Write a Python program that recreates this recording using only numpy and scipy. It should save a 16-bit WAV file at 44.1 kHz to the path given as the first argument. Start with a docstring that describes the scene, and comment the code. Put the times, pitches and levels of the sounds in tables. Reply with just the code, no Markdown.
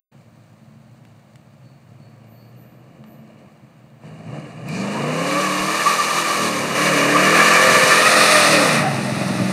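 """A V8 lopes at idle far down a country road, in still air with a faint bird and an insect calling.
It blips, then spins its rear tyres in a long burnout towards a hand-held mono microphone, whose case
ticks now and then. Firing pulses ring the pipes into a boom, bark and drone; the slipping rubber roars,
squeals and whines, with a dull echo off the tree line. Close by, unburnt fuel pops as the driver
lifts, the tyres grip and the engine falls back to a thumping lope."""
import sys
import numpy as np
from scipy import signal
from scipy.fft import rfft, irfft, next_fast_len
from scipy.io import wavfile
from scipy.ndimage import uniform_filter1d, map_coordinates

SR = 44100
rng = np.random.default_rng(int(sys.argv[2]) if len(sys.argv) > 2 else 0)


def transcribe(u):
    """Save the signal u as a 16-bit wav file named by the first command-line argument.

    u: samples, shape (n,) or (channels, n), limited to [-1, 1]; the rate is SR.
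    q: integer samples, one column per channel.
    """
    v = np.clip(np.atleast_2d(u).T, -1, 1)
    q = np.round(v * 32767).astype(np.int16)
    wavfile.write(sys.argv[1], SR, q)


N = 419832

# Idle, blip, burnout and overrun. Each row: time in seconds, four-stroke cycles a second.
ENGINE_SPEED = [(0, 7.7), (1.5, 8.1), (3, 10.9), (3.4, 11.1), (3.98, 9.7), (4.05, 13), (4.23, 13.5),
                (4.3, 14.6), (4.36, 18.8), (4.57, 13.8), (4.63, 15), (4.7, 19), (4.8, 24.6), (4.92, 25.7),
                (5.1, 30.8), (5.26, 35.4), (5.41, 38.6), (5.54, 37.1), (5.84, 41.8), (6.34, 41.7),
                (6.5, 37.4), (6.7, 33.3), (6.78, 37.2), (6.87, 39), (7.01, 35), (7.39, 41.1), (7.69, 43.9),
                (7.95, 42.8), (8.15, 43.2), (8.4, 41.8), (8.55, 39.2), (8.66, 33.5), (8.8, 25.8),
                (8.96, 21.7), (9.2, 21.7), (9.3, 21.2)]
# The driver's foot on the throttle. Each row: start and end in seconds, opening from 0 to 1.
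PEDAL_PRESSES = [(1.9, 3.55, 0.86), (3.985, 4.2, 0.5), (4.22, 4.423, 1), (4.545, 6.434, 0.8),
                 (6.712, 7.67, 0.84), (7.59, 8.86, 0.38)]
# Base levels by engine speed. Each row: cycles a second, then boom, bark, roar and hiss in dB.
LEVELS_BY_SPEED = [(7.75, -54.5, -64, -66.5, -68.5), (10.64, -52, -59, -63, -70.5),
                   (14, -43.5, -45.5, -49.5, -60), (20.7, -35.5, -39, -42.5, -53.5),
                   (29.1, -38.5, -31.5, -36, -51.5), (43.33, -37.5, -36, -28, -37)]
# The cylinders in firing order. Each row: relative pulse strength in dB, lateness in firing intervals.
FIRING_ORDER = [(-7, 0.015), (5.5, 0.067), (-4.5, 0.035), (7, 0.13), (-0.5, 0.15), (1.5, 0.031), (2, 0.15),
                (-3.5, 0.012)]
# The pipes' boom, and their bark from far and near. Each row: frequency in Hz, relative level in dB.
BOOM_SPECTRUM = [(45, -43), (80, -22), (97, -33), (110, -14.5), (130, -4.5), (150, -2.5), (185, -5),
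                 (220, 0), (275, -13), (330, -6), (420, -37.5)]
BARK_FAR_SPECTRUM = [(150, -41), (270, -2.5), (325, -2.5), (410, -1.5), (530, 2), (660, 3), (850, -7.5),
                     (1200, -29)]
BARK_NEAR_SPECTRUM = [(150, -41), (280, -13), (330, -21), (420, -12.5), (520, -4.5), (610, 3.5),
                      (760, -4.5), (900, -6), (1200, -35)]
# The roar from the bend and from the open road. Each row: frequency in Hz, relative level in dB.
ROAR_BEND_SPECTRUM = [(500, -29.5), (850, -3.5), (1030, -1.5), (1170, 0), (1470, -8.5), (1800, -4.5),
                      (2060, -7.5), (2400, -4), (2630, -7), (2850, -5.5), (3000, -11.5), (3200, -35),
                      (4160, -45), (7040, -120)]
ROAR_OPEN_SPECTRUM = [(500, -46.5), (850, -7.5), (1050, -2.5), (1170, -2), (1470, -4.5), (1800, -2.5),
                      (2060, -4), (2400, -4), (2630, -6), (2850, -5.5), (3000, -11.5), (3200, -27),
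                      (4160, -41), (7040, -120)]
# The hiss far off, in wheelspin and close by. Each row: frequency in Hz, relative level in dB.
HISS_FAR_SPECTRUM = [(1820, -24), (3100, -12), (3820, 1), (4610, 2.5), (5210, -7), (6160, -2.5),
                     (8740, -3.5), (10700, -16), (15500, -31)]
HISS_SPIN_SPECTRUM = [(1820, -32), (3100, -9), (3180, -6), (3820, 0), (4610, 0.5), (5210, -4.5),
                      (6160, -0.5), (7950, -7), (8740, -3), (10700, -12.5), (12800, -13), (14100, -28),
                      (15500, -23)]
HISS_NEAR_SPECTRUM = [(1820, -14), (3100, -16), (3230, -8), (3570, 0), (4200, 1), (5170, -3), (6040, -4),
                      (7390, -10.5), (8920, -3), (12700, -20.5), (13600, -21), (14700, -25), (15500, -24)]
# A close reflection at the microphone. Each row: time in seconds, lag in milliseconds.
REFLECTION_LAG = [(5.2, 1.73), (5.9, 1.69), (7.85, 1.69), (8.15, 1.59), (9.5, 1.58)]
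# Still air at the roadside. Each row: frequency in Hz, relative level in dB.
AIR_SPECTRUM = [(25, -37), (53, -26), (99, -9), (129, 5), (331, -25.5), (389, -26), (551, -13.5),
                (871, -20.5), (2420, -29.5), (3250, -35), (4150, -43), (8800, -56), (15500, -41)]
# Distant bird and insect calls. Each row: start and length in seconds, pitch in Hz, level in dB.
WILDLIFE_CALLS = [(1.6, .28, 4430, -65.5), (1.97, .28, 4430, -63), (2.29, .4, 4440, -63.5),
                  (2.36, .22, 4750, -69), (2.25, .32, 13850, -59), (2.53, .32, 13880, -60),
                  (3.04, .22, 13880, -58)]
# Single orders that hum before the burnout. Each row: start and end in seconds, engine order, level in dB.
IDLE_HUMS = [(.1, 1.8, 14, -54), (.47, 1.15, 28, -57.5), (1.75, 3.4, 12, -48.5), (2.53, 3.15, 31, -58.5),
             (2.95, 3.51, 30, -58), (2.88, 3.45, 20, -47)]
# Exhaust tones. Each row: engine order (8 is the firing rate), gain in dB with throttle shut, then open.
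ENGINE_ORDERS = [(3, 1, -19), (4, -7, -5), (5, 4, 3), (6, 6, -5), (7, -2, -4), (8, 2, 13.5), (9, 3, 1),
                 (10, -1, 1), (11, 5, 2), (12, 3, 2), (13, -5, -3), (14, -4, -5), (15, -12, -8),
                 (16, 0, -2), (17, -8, -2), (18, -4, -1), (19, -9, -1)]
# Resonances the tones glide through. Each row: frequency in Hz, gain in dB from far, then from near.
PIPE_RESONANCES = [(70, -25, -25), (100, -7, -6), (115, 0, -1), (130, -1, 7), (160, 4, 6), (190, 3, 6),
                   (220, -2, 2), (250, -2, -6), (280, -5, -3), (310, -4, 4), (340, -6, -8), (380, -7, -7),
                   (420, -3, 3), (470, -4, -7), (520, 5, 4), (570, -3, 5), (620, 1, 8), (700, -2, 5),
                   (800, -5, 4)]
# The drone's rise and fall. Each row: time in seconds, base level in dB.
DRONE_LEVEL = [(4.05, -51), (4.2, -53), (4.33, -47.5), (4.45, -56), (4.55, -54), (4.62, -49), (4.74, -40),
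               (5.1, -37), (5.4, -41), (5.6, -42), (5.85, -42), (6.3, -40), (6.45, -38), (6.7, -40.5),
               (6.85, -36.5), (7.05, -33.5), (7.3, -31.5), (7.75, -34), (8, -36.5), (8.6, -35.5),
               (8.85, -40), (9, -42), (9.5, -39)]
# Ticks of the microphone's case. Each row: time in seconds, level in dB, band centre in Hz.
CASE_TICKS = [(1.052, -41, 950), (1.357, -42, 1400), (1.358, -46, 5000), (3.04, -39, 1400),
              (4.687, -33, 7500)]
# Short tyre chirps, and one low howl of the exhaust near 515 Hz.
# Each row: start and length in seconds, pitch in Hz, level in dB.
CHIRPS_AND_HOWL = [(4.654, 0.22, 2380, -38), (5.364, 0.063, 1150, -22), (5.84, .065, 1150, -17.5),
                   (5.975, 0.056, 1185, -16.5), (6.054, 0.059, 1170, -19), (6.128, 0.061, 1170, -18.5),
                   (7.135, 0.055, 1168, -14), (7.377, 0.062, 1765, -14.5), (7.627, 0.235, 515, -25),
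                   (8.82, 0.085, 759, -23)]
# The long tyre squeal. Each row: time in seconds, pitch in Hz, level in dB.
SQUEAL_PATH = [(4.75, 900, -50), (5, 975, -34), (5.15, 1040, -36), (5.27, 1130, -29.5), (5.4, 1150, -26),
               (5.55, 1105, -29), (5.7, 1170, -28), (5.86, 1150, -25), (6.05, 1190, -25.5),
               (6.35, 1175, -25), (6.55, 1075, -31), (6.68, 1000, -38), (6.8, 1130, -27),
               (7.2, 1150, -22.5), (7.55, 1190, -16.5), (7.85, 1170, -20), (8.1, 1240, -16.5),
               (8.5, 1245, -23.5), (8.8, 1250, -30), (8.95, 1230, -60)]
# Its partials. Each row: multiple of the pitch, gain in dB in the bend, then in the open.
SQUEAL_TONES = [(.5, -17, -13), (1, 0, 0), (1.5, -11, -1.5), (2, -11, -5)]
# The tread's whine. Each row: time in seconds, blocks passing per engine cycle, base level in dB.
TREAD_WHINE = [(4.9, 15.1, -70), (5.1, 15, -35), (5.25, 14.8, -27), (5.45, 14.85, -32), (5.7, 14.6, -41),
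               (6.3, 14.5, -41), (6.45, 14.7, -34), (6.7, 14.6, -38), (7, 14.4, -31), (7.3, 14.4, -34),
               (7.7, 14.5, -26), (8.1, 14.45, -26), (8.55, 14.45, -22), (8.7, 14.6, -32), (8.85, 14.6, -70)]
# Exhaust pops as the driver lifts. Each row: time in seconds, peak in dB.
EXHAUST_POPS = [(7.671, -20), (7.719, -19), (7.765, -20), (7.834, -18), (8.803, -14), (8.841, -16.5),
                (8.934, -18), (9.417, -15)]
# The pipes' ring at a thump. Each row: frequency in Hz, relative level in dB, seconds to fall 60 dB.
PIPE_MODES = [(128, 0, .075), (182, 1, .06), (235, -3, .04), (315, -3, .035), (610, -7, .025)]

# what each cause adds to boom, bark, roar and hiss
FULL_THROTTLE_DB = (1.8, 4.1, 1.83, 0.41)
WHEELSPIN_DB = (1.4, 0.55, 4.3, 10.62)
IN_THE_OPEN_DB = (4.8, 7.3, 6.95, 4.12)
BREAK_LOOSE_S, SPIN_UP_S = 4.65, 0.057  # the rear tyres let go
BITE_S, GRIP_S = 6.74, 8.79  # they bite as the throttle reopens, and finally grip
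LOPE_FROM_S, LOPE_ON_BEAT_S = 8.96, 9.213  # the closing lope starts; one beat lands on the second time


def amp(db):
    """Decibels to gain."""
    return 10 ** (np.asarray(db) / 20)


def unit(x):
    """Scale to rms 1."""
    return x / np.sqrt(np.mean(x ** 2) + 1e-20)


def clock():
    """The time of every sample in seconds."""
    return np.arange(N) / SR


def noise():
    """Fresh white noise."""
    return rng.standard_normal(N)


def curves(rows):
    """One value per sample for each column after the time."""
    times, *columns = np.transpose(rows)
    return [np.interp(clock(), times, column) for column in columns]


def wobble(rate):
    """A smooth random curve, rate knots a second."""
    return map_coordinates(rng.standard_normal(int(N * rate / SR) + 4), [clock() * rate], order=2)


def ramp(start, length):
    """A straight rise from 0 to 1."""
    return np.clip((clock() - start) / length, 0, 1)


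def swell(start, end, edge):
    """A gate with smooth edges of the given length."""
    return np.sin(np.pi / 2 * np.clip(np.minimum(clock() - start, end - clock()) / edge, 0, 1)) ** 2


def colour(x, points):
    """Causal filter through (Hz, dB) points, falling steeply beyond them; the result has rms 1."""
    size = 2 * next_fast_len(N // 2 + 8192)
    hz, db = np.transpose(points)
    log_hz = np.log(np.fft.rfftfreq(size, 1 / SR) + 1)
    beyond = np.maximum(np.log(hz[0]) - log_hz, 0) + np.maximum(log_hz - np.log(hz[-1]), 0)
    gain = amp(np.interp(log_hz, np.log(hz), db) - 60 * beyond)
    cepstrum = irfft(np.log(gain + 1e-6))[:size // 2]
    minimum_phase = np.exp(2 * rfft(cepstrum, size) - cepstrum[0])
    return unit(irfft(rfft(x, size) * minimum_phase)[:N])


def steady(x):
    """Take the slow changes of level out, keeping the throb."""
    return x / np.sqrt(np.abs(uniform_filter1d(x * x, size=SR // 5)) + 1e-9)


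def layer_levels(speed, throttle, spin, in_open):
    """Boom, bark, roar and hiss in dB, from engine speed, throttle, wheelspin and the car's place."""
    speeds, *layers = np.transpose(LEVELS_BY_SPEED)
    # roar and hiss hold on briefly when the engine slows
    coasting = np.maximum(speed, np.interp(clock() - 0.097, clock(), speed))
    drives = speed, speed, coasting, coasting
    by_speed = [np.interp(np.log(drive), np.log(speeds), db) for drive, db in zip(drives, layers)]
    effort_db = np.outer(FULL_THROTTLE_DB, throttle) + np.outer(WHEELSPIN_DB, spin)
    return np.array(by_speed) + effort_db + np.outer(IN_THE_OPEN_DB, in_open)


def firings(cycle, scatter_db, jitter, pattern):
    """Eight exhaust pulses a cycle; the two banks differ in strength and pipe length."""
    cylinders = len(FIRING_ORDER)
    index = np.arange(int(cycle[-1] * cylinders))
    db, late = np.array(FIRING_ORDER)[index % cylinders].T
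    timing, strength = rng.standard_normal((len(index), 2)).T
    at = np.interp((index + late + jitter * timing) / cylinders, cycle, np.arange(N))
    return np.bincount(at.astype(int), amp(pattern * db + scatter_db * strength), N)


def puffs(cycle, decay_s, depth):
    """Gas leaves in bursts that die away after each firing."""
    pulses = firings(cycle, scatter_db=5.5, jitter=0.077, pattern=0.67)
    bursts = signal.lfilter([1], [1, -np.exp(-1 / (decay_s * SR))], pulses)
    return 1 + depth * steady(bursts)


def exhaust(cycle, near, load, boom_db, bark_db):
    """The pulses boom and bark through the pipes, with turbulence riding on them."""
    # once a cycle two cylinders of one bank fire back to back: the lope
    throb = amp(5.5 * np.cos(np.pi * cycle) ** 4)
    thuds = throb * firings(cycle, scatter_db=3.5, jitter=0.099, pattern=0.23)
    boom = steady(colour(thuds, BOOM_SPECTRUM))
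    pulses = steady(firings(cycle, scatter_db=-0.5, jitter=0.092, pattern=0.81))
    flow = pulses + 1.97 * steady(noise() * puffs(cycle, decay_s=0.0079, depth=0.57))
    bark = steady((1 - near) * colour(flow, BARK_FAR_SPECTRUM) + near * colour(flow, BARK_NEAR_SPECTRUM))
    # under load the cylinders fire evenly, so these ragged layers drop
    return amp(boom_db - 10 * load) * boom + amp(bark_db - 2.5 * load) * bark


def reflected(x):
    """A close reflection combs the sound at the microphone; the comb slides up as its lag shrinks."""
    lag_ms, = curves(REFLECTION_LAG)
    return x + 0.3 * np.interp(clock() - lag_ms / 1000, clock(), x)


def roar(cycle, in_open, near, roar_db, hiss_db):
    """Exhaust rasp, faint at idle, then tearing rubber; the colour shifts with wheelspin and distance."""
    rasp = noise() * puffs(cycle, decay_s=0.0021, depth=0.12)
    body = (1 - in_open) * colour(rasp, ROAR_BEND_SPECTRUM) + in_open * colour(rasp, ROAR_OPEN_SPECTRUM)
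    body = steady(reflected(body))
    scuff = noise() * puffs(cycle, decay_s=0.003, depth=0.18)
    spun_up = ramp(BREAK_LOOSE_S, 0.98)
    far = (1 - spun_up) * colour(scuff, HISS_FAR_SPECTRUM) + spun_up * colour(scuff, HISS_SPIN_SPECTRUM)
    hiss = steady((1 - near) * far + near * colour(scuff, HISS_NEAR_SPECTRUM))
    # the tyres scrub harder as they bite, and again just before they grip
    bite_db = 3 * ramp(BITE_S, 0.018) * np.exp(-np.abs(clock() - BITE_S) / 0.35)
    grip_db = 3 * (ramp(GRIP_S - .14, .14) - ramp(GRIP_S, .05))
    scrub_db = bite_db + grip_db
    treble_db = 3.5 * near  # close by, the air takes less of the treble
    flutter = wobble(28)
    body *= amp(roar_db + scrub_db / 2 + 0.71 * flutter)
    hiss *= amp(hiss_db + scrub_db + treble_db + 0.68 * flutter)
    return body + hiss


def countryside():
    """Still air, with a bird's faint whistles and an insect's thin buzzes that swell and die away."""
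    out = amp(-50) * colour(noise(), AIR_SPECTRUM)
    for start, length, hz, db in WILDLIFE_CALLS:
        phase = 2 * np.pi * np.cumsum(hz + 40 * wobble(300)) / SR
        envelope = swell(start, start + length, length / 4) * amp(-24 * ramp(start + length / 3, length))
        out += amp(db + 1.7 * wobble(25.6)) * envelope * np.sin(phase)
    return out


def tree_echo(x, wet_db, t60):
    """The tree line scatters a dull, late echo back across the road."""
    t = clock()
    scatter = colour(noise(), [(80, -3), (1500, -4), (6000, -8), (15000, -19)])
    tail = scatter * amp(-60 * t / t60) * (1 - np.exp(-t / 0.02))
    tail = tail[:SR] / np.linalg.norm(tail)
    return x + amp(wet_db) * signal.fftconvolve(x, tail)[:N]


def order_tone(cycle, order):
    """One engine order, wandering in phase and strength on its way through the air."""
    phase = 2 * np.pi * (order * cycle + rng.random()) + .7 * wobble(4) + .24 * wobble(14)
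    return np.sqrt(2) * np.cos(phase) * amp(wobble(3) + 1.8 * wobble(17))


def drone(cycle, speed, throttle, near):
    """Lone hums at idle, then a stack of orders, balanced by the throttle and lifted by resonances."""
    pipe_hz, far_db, near_db = np.transpose(PIPE_RESONANCES)
    level_db, = curves(DRONE_LEVEL)
    stack = np.zeros(N)
    for order, shut_db, open_db in ENGINE_ORDERS:
        lift = lambda db: np.interp(np.log(order * speed), np.log(pipe_hz), db)
        resonance_db = (1 - near) * lift(far_db) + near * lift(near_db)
        stack += amp(shut_db + (open_db - shut_db) * throttle + resonance_db) * order_tone(cycle, order)
    hums = sum(amp(db) * swell(start, end, 0.17) * order_tone(cycle, order)
               for start, end, order, db in IDLE_HUMS)
    above_idle = np.clip((speed - 11.8) / 2.1, 0, 1)
    return amp(level_db) * above_idle * stack + hums


def handling(bump_s=5.605, bump_hz=58):
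    """The microphone's case ticks in the hand and takes one soft bump."""
    strike = lambda start, t60: (clock() >= start) * amp(-60 * np.clip((clock() - start) / t60, 0, 2))
    out = amp(-33) * strike(bump_s, 0.1) * np.sin(2 * np.pi * bump_hz * (clock() - bump_s))
    for start, db, hz in CASE_TICKS:
        case = signal.butter(2, [hz / 1.7, hz * 1.7], "bandpass", fs=SR)
        out += amp(db) * strike(start, 0.011) * unit(signal.lfilter(*case, noise()))
    return out


def squeal(cycle, spin, in_open, cycles_per_turn=3):
    """Each rear tyre screeches in arcs, one a wheel turn; the overtones grow out in the open."""
    hz, level_db = curves(SQUEAL_PATH)
    pair = np.zeros(N)
    for detune, tyre_db in (0, 0), (-.025, -7):
        turn = np.cos(2 * np.pi * cycle / cycles_per_turn + 1.6 * wobble(6))
        shake = .008 * wobble(35) + .023 * (1 + in_open / 3) * wobble(260)
        pitch = hz * (1 + detune + .014 * turn + shake)
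        phase = 2 * np.pi * np.cumsum(pitch) / SR
        for multiple, bend_db, open_db in SQUEAL_TONES:
            partial_db = bend_db + (open_db - bend_db) * in_open
            stutter_db = 4.5 * turn + 2.5 * wobble(70)
            pair += amp(tyre_db + partial_db + stutter_db) * np.sin(multiple * phase)
    return amp(level_db) * spin * steady(pair)


def chirps_and_howl():
    """Short tyre chirps and one low exhaust howl: tones whose pitch shakes and whose strength stutters."""
    out = np.zeros(N)
    for start, length, hz, db in CHIRPS_AND_HOWL:
        phase = 2 * np.pi * np.cumsum(hz * (1 + .015 * wobble(30) + .03 * wobble(220))) / SR
        stutter = amp(5.5 * np.tanh(wobble(36)))
        tone = unit(stutter * (np.sin(phase) + 0.18 * np.sin(2 * phase)))
        out += amp(db) * swell(start, start + length, 0.036) * tone
    return out


def break_loose():
    """The tread scuffs over the asphalt as the tyres let go."""
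    grit = colour(noise(), [(3400, -18), (4300, 5), (5300, -2), (6800, -1), (9000, -28), (13000, -30)])
    start = BREAK_LOOSE_S + .02
    return amp(-40.5) * swell(start, start + 0.23, 0.13) * grit


def tread(cycle):
    """Spinning tread blocks whine just off the engine's orders, with a weaker tone an octave below."""
    blocks, db = curves(TREAD_WHINE)
    phase = 2 * np.pi * np.cumsum(blocks * np.gradient(cycle) * (1 + .012 * wobble(60)))
    whine = np.sin(phase) + amp(-12) * np.sin(phase / 2)
    return amp(db - 0.5 + 2.9 * wobble(20)) * unit(whine)


def thumps(cycle):
    """Unburnt fuel pops in the pipes; on the overrun one cylinder thumps once in every cycle."""
    beat_count = np.floor(cycle - np.interp(LOPE_ON_BEAT_S, clock(), cycle))
    beats = clock()[1:][np.diff(beat_count) > 0]
    lope = []
    for start in beats[beats > LOPE_FROM_S]:
        peak_db = -19 + 6 * (start - LOPE_FROM_S)  # louder as the car nears
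        lope.append((start + rng.normal(0, .0012), peak_db + rng.normal(0, 1.4)))
    t = np.arange(SR // 8) / SR
    ring = sum(amp(db - 60 * t / t60) * np.sin(2 * np.pi * hz * t) for hz, db, t60 in PIPE_MODES)
    ring = signal.sosfilt(signal.butter(6, 112, "highpass", fs=SR, output="sos"), ring)
    blows = np.zeros(N)
    for start, db in EXHAUST_POPS + lope:
        blows[min(int(start * SR), N - 1)] = amp(db)
    return signal.fftconvolve(blows, ring / np.abs(ring).max())[:N]


def scene():
    """The crankshaft drives every exhaust layer; one roadside microphone feeds both channels."""
    speed, = curves(ENGINE_SPEED)
    cycle = np.cumsum(speed) / SR
    throttle = sum(opening * swell(start, end, edge=0.1) for start, end, opening in PEDAL_PRESSES)
    spin = ramp(BREAK_LOOSE_S, SPIN_UP_S)
    in_open = ramp(6.51, 0.73)  # the car rolls out of the bend
    near = ramp(7.74, 0.48)  # and comes up to the microphone
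    boom_db, bark_db, roar_db, hiss_db = layer_levels(speed, throttle, spin, in_open)
    car = exhaust(cycle, near, throttle * spin, boom_db, bark_db)
    car += drone(cycle, speed, throttle, near) + thumps(cycle)
    car += roar(cycle, in_open, near, roar_db, hiss_db)
    car += squeal(cycle, spin, in_open) + chirps_and_howl() + tread(cycle) + break_loose()
    car = tree_echo(car, wet_db=-16.5, t60=0.26)
    return np.tile(car + countryside() + handling(), (2, 1))


def record(dry):
    """The microphone opens after a moment, saturates at full scale and passes nothing above 15.6 kHz."""
    live = np.clip(dry * swell(.113, 11, .01), -1, 1)
    return irfft(rfft(live) * (np.fft.rfftfreq(N, 1 / SR) < 15600), N)


dry = scene()
out = record(dry)
transcribe(out)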